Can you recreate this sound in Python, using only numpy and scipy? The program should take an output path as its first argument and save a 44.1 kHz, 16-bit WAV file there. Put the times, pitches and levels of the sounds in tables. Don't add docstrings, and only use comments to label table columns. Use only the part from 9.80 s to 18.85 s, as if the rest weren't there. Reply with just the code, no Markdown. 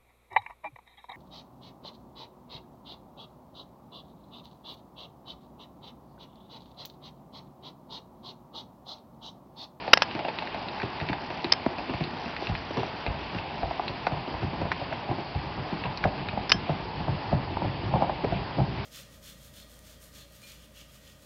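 import sys
import numpy as np
from scipy import signal
from scipy.fft import rfft, irfft
from scipy.io import wavfile
from scipy.ndimage import uniform_filter1d

SR = 44100
rng = np.random.default_rng(int(sys.argv[2]) if len(sys.argv) > 2 else 0)


def file_out(sig):
    cols = np.atleast_2d(sig).T
    lim = np.clip(cols, -1, 1)
    pcm = np.round(lim * 32767).astype(np.int16)
    wavfile.write(sys.argv[1], SR, pcm)


N = 399105
LEAD_S = 0.03


def from_db(db):
    return 10 ** (np.asarray(db) / 20)


def rms_one(x):
    return x / np.sqrt(np.mean(x ** 2) + 1e-20)


def peak_one(x, size):
    return x / np.sqrt(uniform_filter1d(x ** 2, size).max() + 1e-20)


def lowpass(x, order, hz):
    return signal.sosfilt(signal.butter(order, hz, fs=SR, output="sos"), x)


def add(out, s, sound):
    start = int(np.clip(round(s * SR), 0, N - 1))
    out[start:start + len(sound)] += sound[:N - start]


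def drift(rate):
    knots = rng.standard_normal(2000)
    return np.interp(np.arange(N) / SR * rate, np.arange(len(knots)), knots)


def resonate(x, hz, width_hz):
    r = np.exp(-np.pi * width_hz / SR)
    feed = np.array([1, 0, -1]) * (1 - r * r) / 2
    feedback = [1, -2 * r * np.cos(2 * np.pi * hz / SR), r * r]
    return signal.lfilter(feed, feedback, x + 1e-18)


def contact(t60, rattle, scuff=0.0, scuff_s=0.013):
    t = np.arange(SR // 2) / SR - LEAD_S
    noise = rng.standard_normal(len(t))
    after = t >= 0
    chatter = after * noise * from_db(-60 * np.abs(t) / max(t60, 0.003))
    lead = ~after * noise * np.exp(-np.abs(t) / scuff_s)
    force = rattle * chatter / np.linalg.norm(chatter) + scuff * lead / np.linalg.norm(lead)
    force[np.argmax(after)] += 1
    return force


def body(force, modes, centre_hz, focus, detune):
    shifts = np.exp(detune * rng.standard_normal(len(modes)))
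    out = np.zeros(len(force))
    for k, (hz, width_hz, db) in enumerate(modes):
        gain = from_db(db - focus * np.abs(np.log2(hz / centre_hz)))
        out += (-1) ** k * gain * resonate(force, hz * shifts[k], width_hz)
    return out


def blows(rows, modes, rattle, scuff, focus, detune, size):
    out = np.zeros(N)
    for s, db, hz, t60 in rows:
        force = contact(t60, rattle, scuff * np.sqrt(t60))
        sound = body(force, modes, hz, focus, detune)
        add(out, s - LEAD_S, from_db(db) * peak_one(sound, size))
    return out


# pitch in Hz, relative strength in dB per Hz.
CREEK_COLOUR = [(15, -38.5), (25, -13), (43, -1), (88, -2), (145, -1), (336, -2), (506, -6.5), (875, 1.5),
                (1320, -11.5), (2080, -11.5), (2670, -10), (3940, -18), (4620, -16), (5060, -19.5),
                (5800, -44.5), (7540, -66.5), (12800, -120)]


def creek(flutter_db=1.33, low_cut_hz=110):
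    hz = np.maximum(np.arange(N // 2 + 1) * SR / N, 1)
    points_hz, points_db = np.transpose(CREEK_COLOUR)
    colour = from_db(np.interp(np.log(hz), np.log(points_hz), points_db))
    colour = colour * hz / np.hypot(hz, low_cut_hz)
    rush = rfft(rng.standard_normal(N)) * colour
    octave = np.clip(np.floor(np.log2(hz)), 6, 12)
    out = np.zeros(N)
    for k in np.unique(octave):
        out += irfft(rush * (octave == k), N) * from_db(flutter_db * drift(22))
    return rms_one(out)


# time in seconds, relative level in dB.
GRAVEL_LEVEL = [(0, -41.5), (0.3, -43), (1.7, -39.5), (2.1, -47.5), (2.4, -38.5), (3.7, -45), (9.05, -48.5)]


def gravel(per_s=260, spread_db=0.5, clump_db=6.5, trim_db=-8.5):
    sizes = from_db(spread_db * np.minimum(rng.exponential(1, N), 4)) * rng.choice([-1, 1], N)
    chance = per_s * from_db(clump_db * drift(14)) / SR
    grains = sizes * (rng.random(N) < chance)
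    pitches = np.geomspace(1200, 5200, 12)
    dealt = rng.integers(0, len(pitches), N)
    crunch = np.zeros(N)
    for k, hz in enumerate(pitches):
        crunch += resonate(grains * (dealt == k), hz, hz / 6) / hz
    times, levels_db = np.transpose(GRAVEL_LEVEL)
    level_db = np.interp(np.arange(N) / SR, times, levels_db) + trim_db
    return from_db(level_db) * rms_one(crunch)


# time in seconds, time in seconds for a 140 Hz thud's rattle to fall 60 dB,
# tremor level in dB, relative grit level in dB.
ALONG_BRIDGE = [(0, 0.12, -66, -34), (1.999, .13, -57, -35), (3.2, .26, -49, -39), (6.0, 0.24, -43, -48),
                (9.05, 0.31, -37, -49)]


def deck_at(s):
    times, *columns = np.transpose(ALONG_BRIDGE)
    return [np.interp(s, times, column) for column in columns]


# pitch in Hz, width in Hz, relative level in dB.
DECK_MODES = [(55, 20, -2), (94.5, 18, -1), (135, 30.7, -0.5), (178.3, 71, -4), (273, 160, -5.5),
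              (384, 152, -5.5)]


def rumble(swell_db=5.0, centre_hz=110, focus=4.0):
    tremor = rng.standard_normal(N) * from_db(swell_db * drift(23))
    level_db = deck_at(np.arange(N) / SR)[1]
    return from_db(level_db) * rms_one(body(tremor, DECK_MODES, centre_hz, focus, 0))


def forest(x, t60=0.66, dull_hz=1500):
    t = np.arange(SR) / SR
    echoes = rng.standard_normal(SR) * from_db(-60 * t / t60) * (1 - np.exp(-t / 0.025))
    echoes = lowpass(echoes / np.linalg.norm(echoes), 1, dull_hz)
    return signal.fftconvolve(x, echoes)[:N]


# time in seconds, relative clop level in dB, relative thud level in dB,
# centre pitch of the thud in Hz.
DISTINCT_STEPS = [(0.079, -25, -43, 250), (0.351, -34.5, -30, 282), (0.392, -29.5, -41, 300),
                  (0.45, -27, -43, 300), (0.484, -25.5, -42.5, 250), (0.623, -29.5, -47, 250),
                  (0.745, -30, -44, 252), (1.031, -31, -28, 260), (1.213, -33, -28, 190),
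                  (1.296, -30.5, -26.5, 205), (1.331, -28, -38, 250), (1.504, -31, -39, 266),
                  (1.645, -32.5, -26.5, 287), (1.984, -31, -38, 223), (2.096, -31.5, -29, 266),
                  (2.138, -31, -29, 155), (2.207, -31, -24, 191), (2.46, -43, -32.5, 189),
                  (2.692, -31, -24.5, 85), (2.972, -29, -24.5, 348), (2.996, -30.5, -32, 130),
                  (3.276, -34.5, -25.5, 75), (3.547, -38.5, -31, 130), (3.831, -23.5, -28.5, 62),
                  (4.094, -35, -33, 165), (4.32, -29, -27, 135), (4.477, -32, -33.5, 254),
                  (4.54, -29, -31.5, 69), (4.629, -31.5, -25, 135), (4.732, -39, -32, 252),
                  (4.815, -26.5, -28.5, 173), (4.852, -30, -37.5, 168), (5.015, -30, -33, 109),
                  (5.123, -29, -39.5, 148), (5.29, -27.5, -27.5, 120), (5.312, -26.5, -27, 280),
                  (5.384, -33, -33.5, 266), (5.55, -32.5, -23.5, 105), (5.777, -33, -29.5, 131),
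                  (5.925, -41.5, -26.5, 187), (6.054, -27.5, -30, 135), (6.235, -31, -25, 75),
                  (6.253, -17, -24, 200), (6.529, -33.5, -29.5, 95), (6.574, -22.5, -27.5, 200),
                  (6.743, -37.5, -27.5, 190), (6.894, -23, -23.5, 163), (7.203, -37, -29.5, 113),
                  (7.281, -26, -23, 123), (7.527, -19.5, -19, 135), (7.82, -25.5, -27.5, 232),
                  (7.845, -27.5, -23.5, 140), (8.033, -34, -26.5, 124), (8.138, -19.5, -19, 140),
                  (8.157, -20, -31, 130), (8.221, -16, -25, 230), (8.438, -37, -26.5, 140),
                  (8.523, -23, -22.5, 135), (8.787, -25.5, -19, 141), (8.801, -26, -30, 152)]


def footfalls(pace_s=0.29, sway_s=0.03):
    beats = np.arange(pace_s, N / SR, pace_s)
    times = beats + sway_s * rng.standard_normal(len(beats))
    light = [(s, -42, -43.5, 220) for s in times]
    return list(DISTINCT_STEPS) + light


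def thuds(steps, level_db=-0.45):
    rows = []
    for s, _, db, hz in steps:
        t60 = deck_at(s)[0] * (140 / hz) ** 0.15
        rows.append((s, db, hz, t60))
    knocks = blows(rows, DECK_MODES, rattle=1.34, scuff=0.8, focus=7.8, detune=0.04, size=350)
    return from_db(level_db) * knocks


# pitch in Hz, width in Hz, relative level in dB.
PLANK_MODES = [(504, 160, -7.5), (696, 227, 0.5), (813, 289, 0.5), (940, 147, -3.5), (1350, 330, -25)]


def clops(steps, level_db=0.65, dull_hz=1400, pitch_hz=723, rattle_t60_s=0.13):
    rows = [(s, db, pitch_hz, rattle_t60_s) for s, db, _, _ in steps]
    knocks = blows(rows, PLANK_MODES, rattle=1.06, scuff=1.3, focus=7.0, detune=0.05, size=180)
    return from_db(level_db) * lowpass(knocks, 2, dull_hz)


# pitch in Hz, width in Hz, relative level in dB.
GRIT_MODES = [(905, 360, -1.6), (1680, 760, 0.91), (2624, 250, 0.93), (3860, 800, -1.7), (4530, 960, -4)]

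# time in seconds, relative peak level in dB, centre pitch in Hz.
SHARP_TICKS = [(0.3115, -33.5, 2880), (0.4878, -33, 2530), (0.587, -27.5, 2740), (0.673, -33, 2070),
               (0.885, -34, 3250), (1.0, -31, 1500), (1.018, -30, 2000), (1.201, -32, 2220),
               (1.288, -29, 2500), (1.3303, -29.5, 1800), (1.644, -28, 3450), (2.239, -32.5, 3720),
               (2.565, -30, 2400), (2.67, -29, 2570), (2.752, -28.5, 2550), (3.2641, -28.5, 2300),
               (3.586, -33.5, 2470), (4.0804, -28.5, 3200), (4.268, -25, 2100), (4.9174, -21, 1650),
               (5.126, -32, 1510), (6.038, -31, 2410), (6.057, -33.5, 2630), (6.174, -33.5, 4520),
               (6.2402, -20.5, 1720), (6.4865, -30, 2400), (8.445, -32.5, 1700)]


def ticks(steps, level_db=1.7, top_ratio=2.3, grind_hz=2400, grind_t60_s=0.09, tick_t60_s=0.042):
    rows = [(s, deck_at(s)[2], grind_hz, grind_t60_s) for s, *_ in steps]
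    out = blows(rows, GRIT_MODES, rattle=1.0, scuff=0.69, focus=15.0, detune=0.057, size=90)
    for s, db, hz in SHARP_TICKS:
        force = contact(tick_t60_s, rattle=1.0, scuff=0.12)
        tick = body(force, GRIT_MODES, hz, focus=14.0, detune=0.04)
        tick = lowpass(tick, 2, min(top_ratio * hz, SR / 3))
        add(out, s - LEAD_S, from_db(db) * peak_one(tick, size=90))
    return from_db(level_db) * out


# pitch in Hz, width in Hz, relative level in dB.
METAL_MODES = [(610, 360, -6), (1030, 330, -2.5), (1680, 710, -3.5), (2070, 370, -2), (2550, 320, -7.5),
               (3080, 225, -6), (3634, 410, -9), (4410, 270, -5), (5170, 250, 1)]

# pitch in Hz, relative level in dB, time in seconds to fall 60 dB.
RING_MODES = [(1665, -2, .12), (3155, -3, .11), (4970, 3, .04), (5235, -1, .14), (5790, -13, .14)]

# time in seconds, relative peak level in dB, centre pitch in Hz,
# time in seconds for the chatter to fall 60 dB (at least 0.003 is used), ring against the snap in dB.
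METAL_CLACKS = [(0.1323, -4.5, 1200, 0.002, -32), (0.1343, 5, 1610, 0.010, -31),
                (0.173, -15, 1300, 0.016, -24.5), (0.2204, -10.5, 1350, 0.02, -28),
                (0.2308, -25, 1890, .025, -23), (1.72, -18, 2100, 0.015, -32),
                (1.723, -6, 2900, 0.01, -28.5), (1.7343, -24, 1920, 0.012, -18),
                (6.6948, -23, 4500, 0.014, -26), (6.7007, -24, 3500, 0.029, -22),
                (6.7058, -31, 2200, 0.011, -17), (6.7179, -7.5, 2800, 0.019, -15)]


def clacks(level_db=0.36, rattle=1.6, focus=4.44):
    out = np.zeros(N)
    t = np.arange(SR // 2) / SR
    for s, db, centre_hz, chatter_t60, ring_db in METAL_CLACKS:
        snap = body(contact(chatter_t60, rattle), METAL_MODES, centre_hz, focus, 0.014)
        ring = np.zeros(len(t))
        for hz, mode_db, t60 in RING_MODES:
            fade_db = mode_db - focus * abs(np.log2(hz / centre_hz)) - 60 * t / t60
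            ring += from_db(fade_db) * np.sin(2 * np.pi * hz * t)
        add(out, s - LEAD_S, from_db(db) * peak_one(snap, size=90))
        add(out, s, from_db(db + ring_db) * ring)
    return from_db(level_db) * out


# time in seconds, peak level in dB before the treble is softened, centre pitch in Hz.
TOE_TAPS = [(1.863, -16.5, 227), (2.622, -26, 483), (2.908, -29, 263), (3.032, -25, 747),
            (3.262, -28.5, 534), (3.91, -25, 840), (3.996, -21, 710), (4.268, -18, 773), (4.916, -27, 930),
            (7.769, -24.5, 933), (8.295, -21, 727), (8.445, -19.5, 436)]


def taps(dull_hz=2600, rattle_t60_s=0.03):
    rows = [(s, db, hz, rattle_t60_s) for s, db, hz in TOE_TAPS]
    modes = list(DECK_MODES) + list(PLANK_MODES)
    knocks = blows(rows, modes, rattle=0.67, scuff=0.3, focus=12.0, detune=0.035, size=180)
    return lowpass(knocks, 2, dull_hz)


def scene(creek_db=-37.4, echo_db=-12):
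    bed = from_db(creek_db) * creek() + gravel()
    steps = footfalls()
    hooves = rumble() + thuds(steps) + clops(steps) + ticks(DISTINCT_STEPS) + taps()
    echo = from_db(echo_db) * forest(hooves)
    return (hooves + echo + clacks() + bed)[None]


def record(dry):
    treble_cut = signal.cheby2(14, 70, 7000, fs=SR, output="sos")
    thin = signal.sosfilt(signal.butter(2, 20, "high", fs=SR, output="sos"), dry)
    narrow = signal.sosfilt(treble_cut, thin)
    flattened = 0.92 * np.tanh(narrow / 0.92)
    return signal.sosfiltfilt(treble_cut, flattened)


dry = scene()
out = record(dry)
file_out(out)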